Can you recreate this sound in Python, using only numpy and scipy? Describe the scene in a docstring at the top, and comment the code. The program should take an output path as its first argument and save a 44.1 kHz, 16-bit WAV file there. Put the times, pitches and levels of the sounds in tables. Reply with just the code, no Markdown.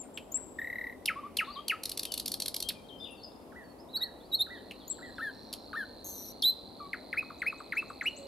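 """A nightingale sings close by: whistles, sweeps, a trill, a rattle of clicks and a buzz.
Its whistles are near-pure tones with beak-coloured overtones; clicks are very fast pitch drops with a rasp.
Other birds answer from the thicket with fainter whistles, one with a steady reel of pulses near 4 kHz.
Shaped noise makes the low wash of a distant road, and the trees throw every note back as a fading tail."""
import sys
import numpy as np
from scipy import signal
from scipy.fft import rfft, irfft
from scipy.io import wavfile
from scipy.ndimage import uniform_filter1d

SR = 44100
rng = np.random.default_rng(int(sys.argv[2]) if len(sys.argv) > 2 else 0)


def wav_record(signal):
    """Record a signal, one row per channel, as 16-bit PCM in the file named by sys.argv[1]."""
    frames = np.transpose(np.atleast_2d(signal))
    bounded = np.clip(frames, -1, 1)
    # unit amplitude maps onto the largest positive 16-bit level
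    quanta = np.round(bounded * 32767).astype(np.int16)
    wavfile.write(sys.argv[1], SR, quanta)


N = 364707  # length of the scene in samples

# Single notes. Each entry: beak opening as dB on the high overtones, then rows of
# time in seconds, pitch in Hz, level in dB.
NOTES = [(-5, [(1.075, 3040, -40), (1.078, 3140, -31.5), (1.088, 2275, -23.5), (1.096, 1770, -34.5),
         (1.104, 1356, -34.5), (1.122, 1230, -41.5)]), (20, [(2.691, 5700, -41), (2.695, 4460, -29.5),
         (2.71, 1160, -51)]), (13.5, [(6.42, 6830, -43), (6.425, 3800, -24.5), (6.432, 3077, -35),
         (6.441, 3615, -25), (6.455, 3930, -23.5), (6.499, 4103, -24), (6.51, 4000, -29)]),
         (-22, [(6.797, 1430, -58), (6.806, 1174, -42), (6.87, 1125, -44.5), (6.885, 1170, -73)])]

# Syllables sung over and over. Each event row: start in seconds, level in dB.
# Each shape row: seconds after the start, pitch in Hz, dB added to the event's level.
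# Long falling sweeps.
SWEEPS = [(1.386, -23.5), (1.696, -24)]
SWEEP_SHAPE = [(0.0, 3000, -7), (0.004, 2914, -0.5), (0.026, 1544, -11), (0.029, 1340, -11),
               (0.054, 1221, -19.5)]
# Short drops before the rising whistles.
DROPS = [(6.93, -28.5), (7.127, -28.5), (7.417, -27), (7.721, -27.5), (8.009, -29)]
DROP_SHAPE = [(0, 3070, -23), (0.003, 2176, 0), (0.013, 1550, -11), (0.019, 1240, -10)]
# Low tucks between the rising whistles.
TUCKS = [(7.228, -46), (7.305, -43.5), (7.5276, -43), (7.6054, -43.5), (7.8265, -45), (7.9036, -41.5)]
TUCK_SHAPE = [(-.003, 1650, -4), (.001, 1267, 2.5), (0.008, 1000, -1)]
# Fairly level low whistles after the sweeps.
HOOTS = [(1.157, -42), (1.23, -43.5), (1.472, -44.5), (1.558, -43.5)]
HOOT_SHAPE = [(0, 1057, -6), (0.01, 1111, 1.5), (.038, 1190, 4), (.05, 1140, -41)]
# One syllable of the trill (its times are worked out in trill_events).
TRILL_SHAPE = [(-.003, 2110, -24), (.002, 2009, 2.5), (.005, 1953, -1.5), (0.01, 1885, -4.5),
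               (0.017, 1750, -26)]
# A low dipping whistle from the right.
DIPS = [(3.519, -58), (3.969, -57.5), (4.463, -54), (4.983, -56)]
DIP_SHAPE = [(0, 2054, -2), (.008, 1397, 3.5), (0.022, 1245, -8), (0.047, 1992, 8), (.08, 1940, 3),
             (0.119, 1640, -1)]
# Thin rising calls of a far bird.
RISES = [(7.385, -61.5), (7.578, -62.5), (7.755, -59), (7.884, -59), (8.029, -52.5), (8.164, -50)]
RISE_SHAPE = [(-.004, 5650, -10), (.01, 7620, -5.5), (0.026, 8300, -4)]
# Faint falling chirps from deep in the thicket.
FALLS = [(4.54, -57), (4.8, -56), (4.905, -57.5), (5.025, -60)]
FALL_SHAPE = [(0, 4000, -1), (.02, 3460, -4.5), (.055, 2950, -17)]

# Stretched syllables. Each event row: start in seconds, length in seconds, low pitch in Hz,
# high pitch in Hz, level in dB.
# Each shape row: share of the length, height from low (0) to high (1), dB added to the event's level.
# Rising whistles after the drops.
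LIFTS = [(7.156, 0.044, 1213, 2547, -27.5), (7.446, 0.046, 1140, 2560, -27.5),
         (7.751, 0.047, 1186, 2638, -27), (8.039, 0.05, 1080, 2910, -27)]
LIFT_SHAPE = [(0, 0, -19.5), (0.251, .35, -21.5), (.45, 0.73, -1.5), (.65, 0.98, -1), (.88, 1, -1.5),
              (1, 1, -10.5)]
# Paired scoops that sag, then flick up.
SCOOPS = [(3.93, 0.052, 3794, 4560, -30.5), (4.0, 0.048, 3733, 4360, -29.5), (4.315, .047, 3780, 4350, -25),
          (4.383, 0.047, 3605, 4190, -24.5)]
SCOOP_SHAPE = [(0, 0.45, -23), (.3, 0.008, -9), (.6, 0.19, 1), (.87, 1, -1.5), (1, 0.94, -22)]
# Low loops: a quick dip, a climb and a long sag.
LOOPS = [(5.181, 0.13, 1282, 1834, -37), (5.729, 0.12, 1140, 1836, -36.5)]
LOOP_SHAPE = [(0, 0.91, -64), (0.017, .85, -0.5), (0.069, 0.095, -4.5), (.15, 0.0098, -3),
              (0.289, 0.88, -2.5), (.4, 1, 2.5), (.92, .5, -4), (1, 0.53, -39)]
# Bright lead-ins to the later two seeps.
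LEAD_INS = [(.316, 0.034, 6000, 7240, -37.5), (4.876, 0.027, 6330, 7050, -41)]
LEAD_IN_SHAPE = [(0, 0, -23), (.22, 0.92, -.5), (.55, 0.95, -19), (1, 1, -13)]
# Thin high seeps from the left.
SEEPS = [(0, 0.036, 7190, 7630, -37), (.343, 0.032, 7500, 7550, -23.5), (4.9, 0.034, 7510, 7950, -26.5)]
SEEP_SHAPE = [(0, 0.93, -3), (.2, 0.67, -10.5), (.5, 0.03, -7), (1, 0.13, -24.5)]

# Overtones against the first partial. Each row: the overtone's own frequency in Hz, level in dB.
OVERTONES = [(2000, -27), (3500, -22.5), (5200, -29.5), (6500, -29), (8000, -39.5), (10200, -18.5),
             (12500, -25.5), (13800, -27), (15600, -54)]
# Air whistling past the beak during the trill. Each row: time in seconds, pitch in Hz, level in dB.
TRILL_HISS = [(.59, 12700, -65), (.93, 12600, -69.5)]
# Single clicks near 4 kHz. Each row: start in seconds, level in dB.
CLICKS = [(1.057, -27), (1.369, -27), (1.6813, -28.5), (2.6873, -26.5), (5.5276, -36), (5.5354, -35.5)]
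# Lower double ticks with the beak nearly shut. Each row: start in seconds, level in dB.
TICKS = [(0.1744, -30.5), (0.181, -39), (4.7095, -35), (4.7168, -42)]
# Click groups of the rattle. Each row: start in seconds, length in seconds, level in dB.
RATTLE = [(1.834, 0.082, -32), (1.974, 0.078, -31), (2.1193, 0.078, -31), (2.2583, 0.081, -30),
          (2.4, .0806, -30), (2.5424, 0.082, -31)]
# The four clicks of a group. Each row: share of the group's length, dB added to its level.
RATTLE_GROUP = [(0, -0.35), (.252, 0.87), (0.729, -1.2), (1, -0.72)]
# Colour of the air rasping in a click. Each row: frequency in Hz, relative level in dB.
RASP = [(1500, -27), (2500, -47), (4300, 3), (7000, -11), (10300, -1.5), (13500, -7), (15800, -71)]
# The buzz. Each row: time in seconds, level in dB, pitch in Hz, second partial against the first in dB.
BUZZ = [(6.041, -48, 6440, 1), (6.308, -54.5, 5800, 3), (6.325, -58, 6160, -3)]
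# Colour of the air in the buzz. Each row: frequency in Hz, relative level in dB.
BUZZ_HISS = [(4800, -40), (5800, 1), (7600, -5), (10300, 4), (12300, -14), (13700, 1), (14600, -26)]
# Level difference of the near bird at the two microphone ports. Each row: frequency in Hz, left minus right in dB.
PORT_LEAN = [(1150, 1.3), (1900, 2), (3000, -.7), (4000, -1.3), (6200, 2.2), (12000, .3)]
# Phase difference there. Each row: frequency in Hz, lead of the left in radians.
PORT_PHASE = [(1150, -.1), (1900, -.22), (2900, -.18), (4000, .11), (6200, .72), (9000, -.5), (12000, 0)]

# Gliding calls of other birds. Each row: start in seconds, length in seconds, first pitch in Hz,
# last pitch in Hz, share of the length spent gliding, level in dB, left minus right in dB.
GLIDES = [(0.03, 0.038, 2900, 1440, 0.68, -68, 4), (0.032, 0.03, 8900, 8450, 0.68, -62.5, 6),
          (0.14, 0.036, 7460, 7680, 0.59, -61.5, 21), (0.355, 0.023, 7750, 7930, 0.54, -43.5, 9),
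          (0.425, 0.045, 8000, 7500, 0.44, -57, 13), (0.355, 0.047, 3000, 1450, 0.69, -67, 1),
          (2.065, .11, 3210, 2930, 0.46, -59, 13), (2.63, 0.068, 3155, 3203, 0.74, -52.5, 13),
          (2.736, 0.078, 2480, 2355, 1, -69.5, 14), (2.885, 0.083, 4160, 3146, 0.16, -56, 12),
          (2.985, 0.1, 5100, 4860, 0.5, -64, -2), (3.108, 0.02, 9900, 10040, 0.66, -59, 3),
          (3.234, 0.022, 5150, 5000, 0.59, -50.5, 5), (3.317, 0.023, 3160, 5150, 0.33, -66.5, -6),
          (3.638, 0.083, 4540, 4390, 0.56, -70.5, -5), (3.784, 0.025, 4460, 5300, 0.92, -65, -3),
          (3.886, 0.035, 3620, 4180, 0.91, -61.5, -3), (4.203, 0.062, 3340, 4750, 0.99, -63, 0),
          (5.152, 0.047, 5650, 5200, 0.9, -76, 5), (5.165, .02, 3500, 3550, .5, -60, -3),
          (8.13, 0.14, 586, 553, 0.5, -56.5, -7)]
# Warbles of other birds. Each entry: left minus right in dB, flutters per second, time of a pitch crest
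# in seconds, then rows of time in seconds, pitch in Hz, level in dB, flutter depth in Hz.
WARBLES = [(9.5, 46, 1.4, [(1.445, 3920, -57, 512), (1.5, 3870, -57.5, 498), (1.538, 4800, -58, 0),
           (1.572, 3140, -54, 0), (1.612, 3290, -58, 0)]), (9.0, 82.5, 5.5, [(3.0, 3525, -54, 0),
           (3.042, 3625, -43.5, 0), (3.058, 3386, -51.5, 551), (3.095, 2600, -61, 198),
           (3.107, 2780, -54, 0), (3.16, 2630, -70, 0)]), (-2.0, 0, 0, [(3.149, 5250, -68, 0),
           (3.175, 4550, -66, 0), (3.2, 4500, -62, 0.0046), (3.21, 3900, -72, 0), (3.22, 4520, -57, 0),
           (3.25, 4500, -57, 0)])]
# Soft hoarse calls far off. Each row: start in seconds, length in seconds, pitch in Hz, level in dB.
WHEEZES = [(5.333, 0.19, 5540, -73), (5.557, 0.1, 5450, -72), (5.76, 0.063, 5200, -75)]
# Loudness of the reel. Each row: time in seconds, level in dB.
REEL = [(4.3, -65), (5.1, -58), (5.5, -56.5), (6.7, -57), (8.27, -57)]
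# The three pulses of a reel turn. Each row: place in the turn (0 to 1), pitch in Hz,
# relative level in dB, length in seconds.
REEL_PULSES = [(0, 4116, 0.5, 0.0039), (0.562, 3680, -10, 0.0026), (0.631, 4500, -3.5, .0022)]
# Pace of the reel. Each row: time in seconds, turns per second.
REEL_PACE = [(4.5, 52.7), (5.9, 51.6), (6.7, 50.8), (8.27, 50.5)]

# Colour of the road's wash. Each row: frequency in Hz, relative level in dB.
WASH = [(28, -47), (42, -6), (65, -1.5), (124, -15), (260, -0.5), (370, -5.5), (520, -5), (942, -12),
        (1680, -28.5), (4460, -33), (6330, -38), (11300, -32.5), (14500, -40), (16000, -47)]
# Likeness of the wash on the two sides. Each row: frequency in Hz, likeness (1 is identical).
SAME = [(60, 0.9), (500, 0.7), (2000, 0.038), (10000, 0.058)]
# Sideways lean of the wash. Each row: frequency in Hz, left minus right in dB.
LEAN = [(60, 4), (250, 4), (600, 0)]
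# Echoes from the trees. Each row: frequency in Hz, time to fade by 60 dB in seconds.
TREES = [(1000, 0.53), (2500, 0.93), (4000, 0.88), (8000, 1), (14000, 0.15)]

EDGE_HZ = 15900  # upper limit of the sound
BREATHY = .08  # share of turbulent flutter gained by each higher overtone
TRILL_S, TRILL_GAP_S, TRILL_COUNT = .5878, .02802, 13  # first syllable, spacing, number
TRILL_DB, TRILL_TIRE_DB, TRILL_SPREAD_DB = -34.5, -11.0, .8  # level, change at the end, random spread
BUZZ_PER_S = 190  # pulses per second
GLIDE_START_DB, GLIDE_END_DB = 1, -0.5  # added at the ends of a glide
FLICKER_DB = 2.5  # moving air breaks up the far calls
REEL_BEAT_S = 5.916  # time of one strong pulse
DIP_LAG, REEL_LAG = 4, 1  # samples by which the left port hears these late
WASH_DB = -50.5


def nightingale():
    """All parts of the near bird's song, as heard by the two microphone ports."""
    out = np.zeros((2, N))
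    for beak_db, rows in NOTES:
        add(out, *whistle(rows, beak_db), 0)
    for s, db in CLICKS:
        add(out, *click(s, db, hz=4858, rasp_db=-2.5, fall_per_s=108.6, unsteady=0.053), 0)
    for s, length, db in RATTLE:
        for share, step_db in RATTLE_GROUP:
            sound = click(s + share * length, db + step_db, hz=4408, rasp_db=-1.5, fall_per_s=58.6, unsteady=0.079)
            add(out, *sound, 0)
    for s, db in TICKS:
        add(out, *click(s, db, hz=3070, rasp_db=-19.0, fall_per_s=74, unsteady=0.041), 0)
    add(out, *buzz(), 0)
    add(out, *whistle(TRILL_HISS, -40, waver=.05), 0)
    out += repeats(trill_events(), TRILL_SHAPE, beak_db=-10, warm_up=0.065)
    out += repeats(SWEEPS, SWEEP_SHAPE, beak_db=0.5)
    out += repeats(DROPS, DROP_SHAPE, beak_db=-6.0)
    out += repeats(HOOTS, HOOT_SHAPE, beak_db=-57)
    out += repeats(TUCKS, TUCK_SHAPE, beak_db=-10)
    out += syllables(LIFTS, LIFT_SHAPE, beak_db=-2.5)
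    out += syllables(SCOOPS, SCOOP_SHAPE, beak_db=11.0)
    out += syllables(LOOPS, LOOP_SHAPE, beak_db=-4.5)
    out += syllables(LEAD_INS, LEAD_IN_SHAPE, beak_db=27, pan_db=3.0)
    out += syllables(SEEPS, SEEP_SHAPE, beak_db=14.0, pan_db=7.5)
    return ports(out)


def whistle(rows, beak_db, waver=0.0057, count=12):
    """A membrane in the bird's voice organ gives a near sine; the beak colours its overtones."""
    s, hz, db = np.transpose(rows)
    t = np.arange(s[0], s[-1], 1 / SR)
    n = len(t)
    # the pitch curve is rounded over 1 / count of its length, then made slightly unsteady
    hz = uniform_filter1d(np.interp(t, s, hz), size=max(n // count, 40), mode="nearest")
    hz = hz * (1 + waver * smooth_noise(n, 60))
    turn = 2 * np.pi * (np.cumsum(hz) / SR + rng.random())
    tone = np.sin(turn)
    level_db = np.interp(t, s, db)
    effort_db = 0.36 * (level_db - db.max())  # softer moments lose their high overtones first
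    for k in range(2, 10):
        overtone_hz = k * hz
        opening = 1 / (1 + (6000 / overtone_hz) ** 6)  # the beak acts only above about 6 kHz
        # below 9 kHz all but the second partial stay weak
        weak_db = 8.5 * (k > 2) / (1 + (overtone_hz / 9000) ** 6)
        overtone_db = read(OVERTONES, overtone_hz) - weak_db + (beak_db + effort_db) * opening
        gusts = smooth_noise(n, 40, passes=2)
        flutter = 1 - min(BREATHY * (k - 1), 1) * opening * (1 - gusts)
        tone += gain_of(overtone_db) * (overtone_hz < EDGE_HZ) * np.sin(k * turn) * flutter
    edges = signal.windows.tukey(n, min(170 / n, 1))
    return s[0], np.sqrt(2) * gain_of(level_db) * tone * edges


def repeats(events, shape, beak_db, pan_db=0, warm_up=0., waver=0.0061):
    """One syllable sung at each event, its pitch a little different each time; the first may start flat."""
    out = np.zeros((2, N))
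    for k, (s, db) in enumerate(events):
        pitch_factor = 1 + 0.0013 * rng.standard_normal() - warm_up / 2 ** k
        rows = np.array(shape) * [1, pitch_factor, 1] + [s, 0, db]
        add(out, *whistle(rows, beak_db, waver), pan_db)
    return out


def syllables(events, shape, beak_db, pan_db=0):
    """One shape stretched to the length and pitch range of each event."""
    out = np.zeros((2, N))
    for s, length, low_hz, high_hz, db in events:
        rows = np.array(shape) * [length, high_hz - low_hz, 1] + [s, low_hz, db]
        add(out, *whistle(rows, beak_db), pan_db)
    return out


def trill_events():
    """Evenly spaced trill syllables, with random level differences and a drop towards the end."""
    k = np.arange(TRILL_COUNT)
    tire_db = TRILL_TIRE_DB * (k / k[-1]) ** 12.0
    db = TRILL_DB + tire_db + TRILL_SPREAD_DB * rng.standard_normal(TRILL_COUNT)
    return np.transpose([TRILL_S + TRILL_GAP_S * k, db])


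def click(s, db, hz, rasp_db, fall_per_s, unsteady):
    """The pitch falls in a few ms while air rasps through the beak and hisses on softly."""
    t = np.arange(-.003, .04, 1 / SR)
    pitch_shake, level_shake = unsteady * smooth_noise((2, len(t)), 16)
    fall = 1.04 - fall_per_s * t.clip(-.003, .005)  # as a factor on the pitch
    hz = hz * (1 + 0.036 * rng.standard_normal()) * (fall + pitch_shake)
    sweep = np.sin(2 * np.pi * np.cumsum(hz) / SR) * (1 + 5.7 * level_shake)
    swell = np.exp(-((t - .0012) / np.where(t < .0012, .0012, .0032)) ** 2)
    soft_hiss = gain_of(-20) * (t > 0) * np.exp(-t / 0.054)
    rasp_swell = np.exp(-((t - .003) / 0.0026) ** 4) + soft_hiss
    rasp = gain_of(rasp_db) * coloured(len(t), RASP) * rasp_swell
    return s + t[0], gain_of(db) * (sweep * swell + rasp)


def buzz():
    """A high tone chopped by a slower oscillation that also wobbles its pitch; air hisses between pulses."""
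    s, *columns = np.transpose(BUZZ)
    t = np.arange(s[0], s[-1], 1 / SR)
    n = len(t)
    db, hz, second_db = (np.interp(t, s, c) for c in columns)
    chop = 2 * np.pi * BUZZ_PER_S * (t - 6.1031)  # a pulse peaks at 6.1031 s
    gate = evened((0.13 + .5 + .5 * np.cos(chop)) ** 0.79)
    wobble = .022 * np.sin(chop) + .018 * smooth_noise(n, 40)
    turn = 2 * np.pi * np.cumsum(hz * (1 + wobble)) / SR
    tone = np.sqrt(2) * gate * (np.sin(turn) + gain_of(second_db) * np.sin(2 * turn))
    tone = tone * gain_of(2.0 * smooth_noise(n, 150))  # uneven loudness
    hiss = gain_of(-7) * coloured(n, BUZZ_HISS) * (1 - 0.54 * np.cos(chop))
    return s[0], gain_of(db) * (tone + hiss) * signal.windows.tukey(n, .04)


def ports(x):
    """Level and phase differences between the two microphone ports."""
    hz = np.fft.rfftfreq(N, 1 / SR)
    half = np.array([[.5], [-.5]])  # half the difference to each side
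    level = gain_of(half * read(PORT_LEAN, hz))
    phase = np.exp(1j * half * read(PORT_PHASE, hz))
    return irfft(rfft(x) * level * phase, N)


def other_birds():
    """Farther singers: whistles with much weaker high overtones, except for the warbles."""
    out = np.zeros((2, N))
    for s, length, from_hz, to_hz, share, db, pan_db in GLIDES:
        turn_s = s + length * np.clip(share, .1, .95)  # the glide ends here and the pitch holds
        rows = [(s, from_hz, db + GLIDE_START_DB), (turn_s, to_hz, db), (s + length, to_hz, db + GLIDE_END_DB)]
        add(out, *whistle(rows, -20, waver=0.0092), pan_db)
    for pan_db, *row in WARBLES:
        add(out, *warble(*row), pan_db)
    for s, length, hz, db in WHEEZES:
        add(out, *whistle([(s, hz, db), (s + length, hz, db)], -40, waver=0.046), 0)
    return out + repeats(RISES, RISE_SHAPE, beak_db=-29, pan_db=11.0)


def warble(per_s, crest_s, rows):
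    """A whistle whose pitch flutters about its course."""
    s, *columns = np.transpose(rows)
    t = np.arange(s[0], s[-1], 1 / 2000)
    hz, db, depth = (np.interp(t, s, c) for c in columns)
    fluttering_hz = hz + depth * np.cos(2 * np.pi * per_s * (t - crest_s))
    return whistle(np.transpose([t, fluttering_hz, db]), -1, count=400)


def dipper():
    """The low singer on the right, reaching the left port late."""
    return lagged(repeats(DIPS, DIP_SHAPE, beak_db=-25, pan_db=-2.5), count=DIP_LAG)


def reel():
    """A far warbler repeats a group of three short pulses some fifty times a second, gradually slower."""
    t = np.arange(N) / SR
    pace = np.interp(t, *np.transpose(REEL_PACE))
    turns = np.cumsum(pace) / SR
    turns = turns - turns[round(REEL_BEAT_S * SR)]
    out = np.zeros(N)
    for place, hz, db, length in REEL_PULSES:
        whole = np.floor(turns - place + .5).astype(int)  # number of the nearest pulse
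        # each pulse differs a little in pitch, level and timing
        pitch_chance, level_chance, time_chance = rng.standard_normal((3, 600))[:, whole % 600]
        since = (turns - place - whole + .015 * time_chance) / pace  # seconds from the pulse's middle
        pitch = hz * (1 + 0.018 * pitch_chance)
        swell = np.exp(-(2 * since / length) ** 2)
        out += gain_of(db + 1.16 * level_chance) * swell * np.sin(2 * np.pi * pitch * since)
    level_db = np.interp(t, *np.transpose(REEL), left=-150)
    return evened(out) * gain_of(level_db) * gain_of([[-1.5], [1.5]])  # leans to the right


def far_chirps():
    """The faint falling chirps, as unsteady whistles."""
    return repeats(FALLS, FALL_SHAPE, beak_db=-25, pan_db=2.6, waver=.025)


def flicker():
    """A quick random wavering of level."""
    return gain_of(FLICKER_DB * smooth_noise(N, 200, passes=2))


def trees(x, near_db=24.5, near_s=0.031):
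    """Scattered echoes of random sign, each band dying at its own speed; nearest branches add early strength."""
    taps = np.zeros((2, SR))
    # one echo at a random place in every 24 samples
    at = np.arange(200, SR - 24, 24) + rng.integers(0, 24, (2, (SR - 201) // 24))
    np.put_along_axis(taps, at, rng.standard_normal(at.shape), 1)
    hz, t, z = signal.stft(taps, SR, nperseg=256)
    fade_db = -60 * t / np.maximum(read(TREES, hz), .05)[:, None] + near_db * np.exp(-t / near_s)
    z = z + z[::-1] / (1 + (hz[:, None] / 3500) ** 2)  # long waves reach both microphones alike
    tail = signal.istft(z * gain_of(fade_db), SR, nperseg=256)[1]
    tail = tail / np.linalg.norm(tail, axis=1, keepdims=True)
    return signal.fftconvolve(x, tail, axes=1)[:, :N]


def wash():
    """The distant road: noise built from random short-time spectra with faint patches of level."""
    frames, hz = N // 256 + 5, np.fft.rfftfreq(1024, 1 / SR)
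    a, b, c, d, patches = rng.standard_normal((frames, 513, 5)).T
    patches = uniform_filter1d(patches, size=6, axis=0)  # smooth across frequency
    patches = evened(uniform_filter1d(patches, size=30, axis=1))  # and across time
    same = np.clip(read(SAME, hz), -1, 1)[:, None]
    left, other = a + 1j * b, c + 1j * d
    z = np.array([left, same * left + np.sqrt(1 - same ** 2) * other])
    z *= gain_of(read(WASH, hz)[:, None] + 1.0 * patches)
    z *= gain_of(np.outer([.5, -.5], read(LEAN, hz)))[:, :, None]
    return gain_of(WASH_DB) * evened(signal.istft(z, nperseg=1024, noverlap=768)[1][:, :N])


def gain_of(db):
    """Turns decibels into a factor."""
    return 10 ** (np.asarray(db) / 20)


def evened(x):
    """Scales to an rms (average strength) of 1."""
    return x / np.sqrt(np.mean(x ** 2) + 1e-20)


def smooth_noise(shape, size, passes=1):
    """Random wandering of rms 1, smoothed over a number of samples."""
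    noise = rng.standard_normal(shape)
    for _ in range(passes):
        noise = uniform_filter1d(noise, size=size)
    return evened(noise)


def read(points, hz):
    """Reads a table of frequency and value, with frequency on a log axis."""
    f, value = np.transpose(points)
    return np.interp(np.log(hz + 1), np.log(f + 1), value)


def coloured(n, points):
    """Noise of rms 1 with a given spectrum."""
    spectrum = rfft(rng.standard_normal(n))
    return evened(irfft(spectrum * gain_of(read(points, np.fft.rfftfreq(n, 1 / SR))), n))


def add(mix, s, sound, pan_db):
    """Places a sound between the two microphones; positive pan_db leans left."""
    part = mix[:, max(round(s * SR), 0):][:, :len(sound)]
    part += gain_of([[pan_db / 2], [-pan_db / 2]]) * sound[:part.shape[1]]


def lagged(x, count):
    """Delays the left channel by a number of samples."""
    return np.array([np.roll(x[0], count), x[1]])


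def scene():
    """Adds all sources; the farther the singer, the larger the share of echoes."""
    near = nightingale()
    far = flicker() * (other_birds() + far_chirps()) + dipper()
    reeling = lagged(reel(), count=REEL_LAG)
    echoes = trees(gain_of(-11) * near + gain_of(-8) * reeling)
    echoes += trees(gain_of(-5) * far, near_db=15.5)
    return near + far + reeling + echoes + wash()


def record(dry):
    """The microphone's bass roll-off, then the upper band limit."""
    rolled = signal.sosfilt(signal.butter(3, 42, "high", fs=SR, output="sos"), dry)
    band_limit = signal.firwin(511, EDGE_HZ, window=("kaiser", 9), fs=SR)
    return signal.oaconvolve(rolled, band_limit[None], "same")


dry = scene()
out = record(dry)
wav_record(out)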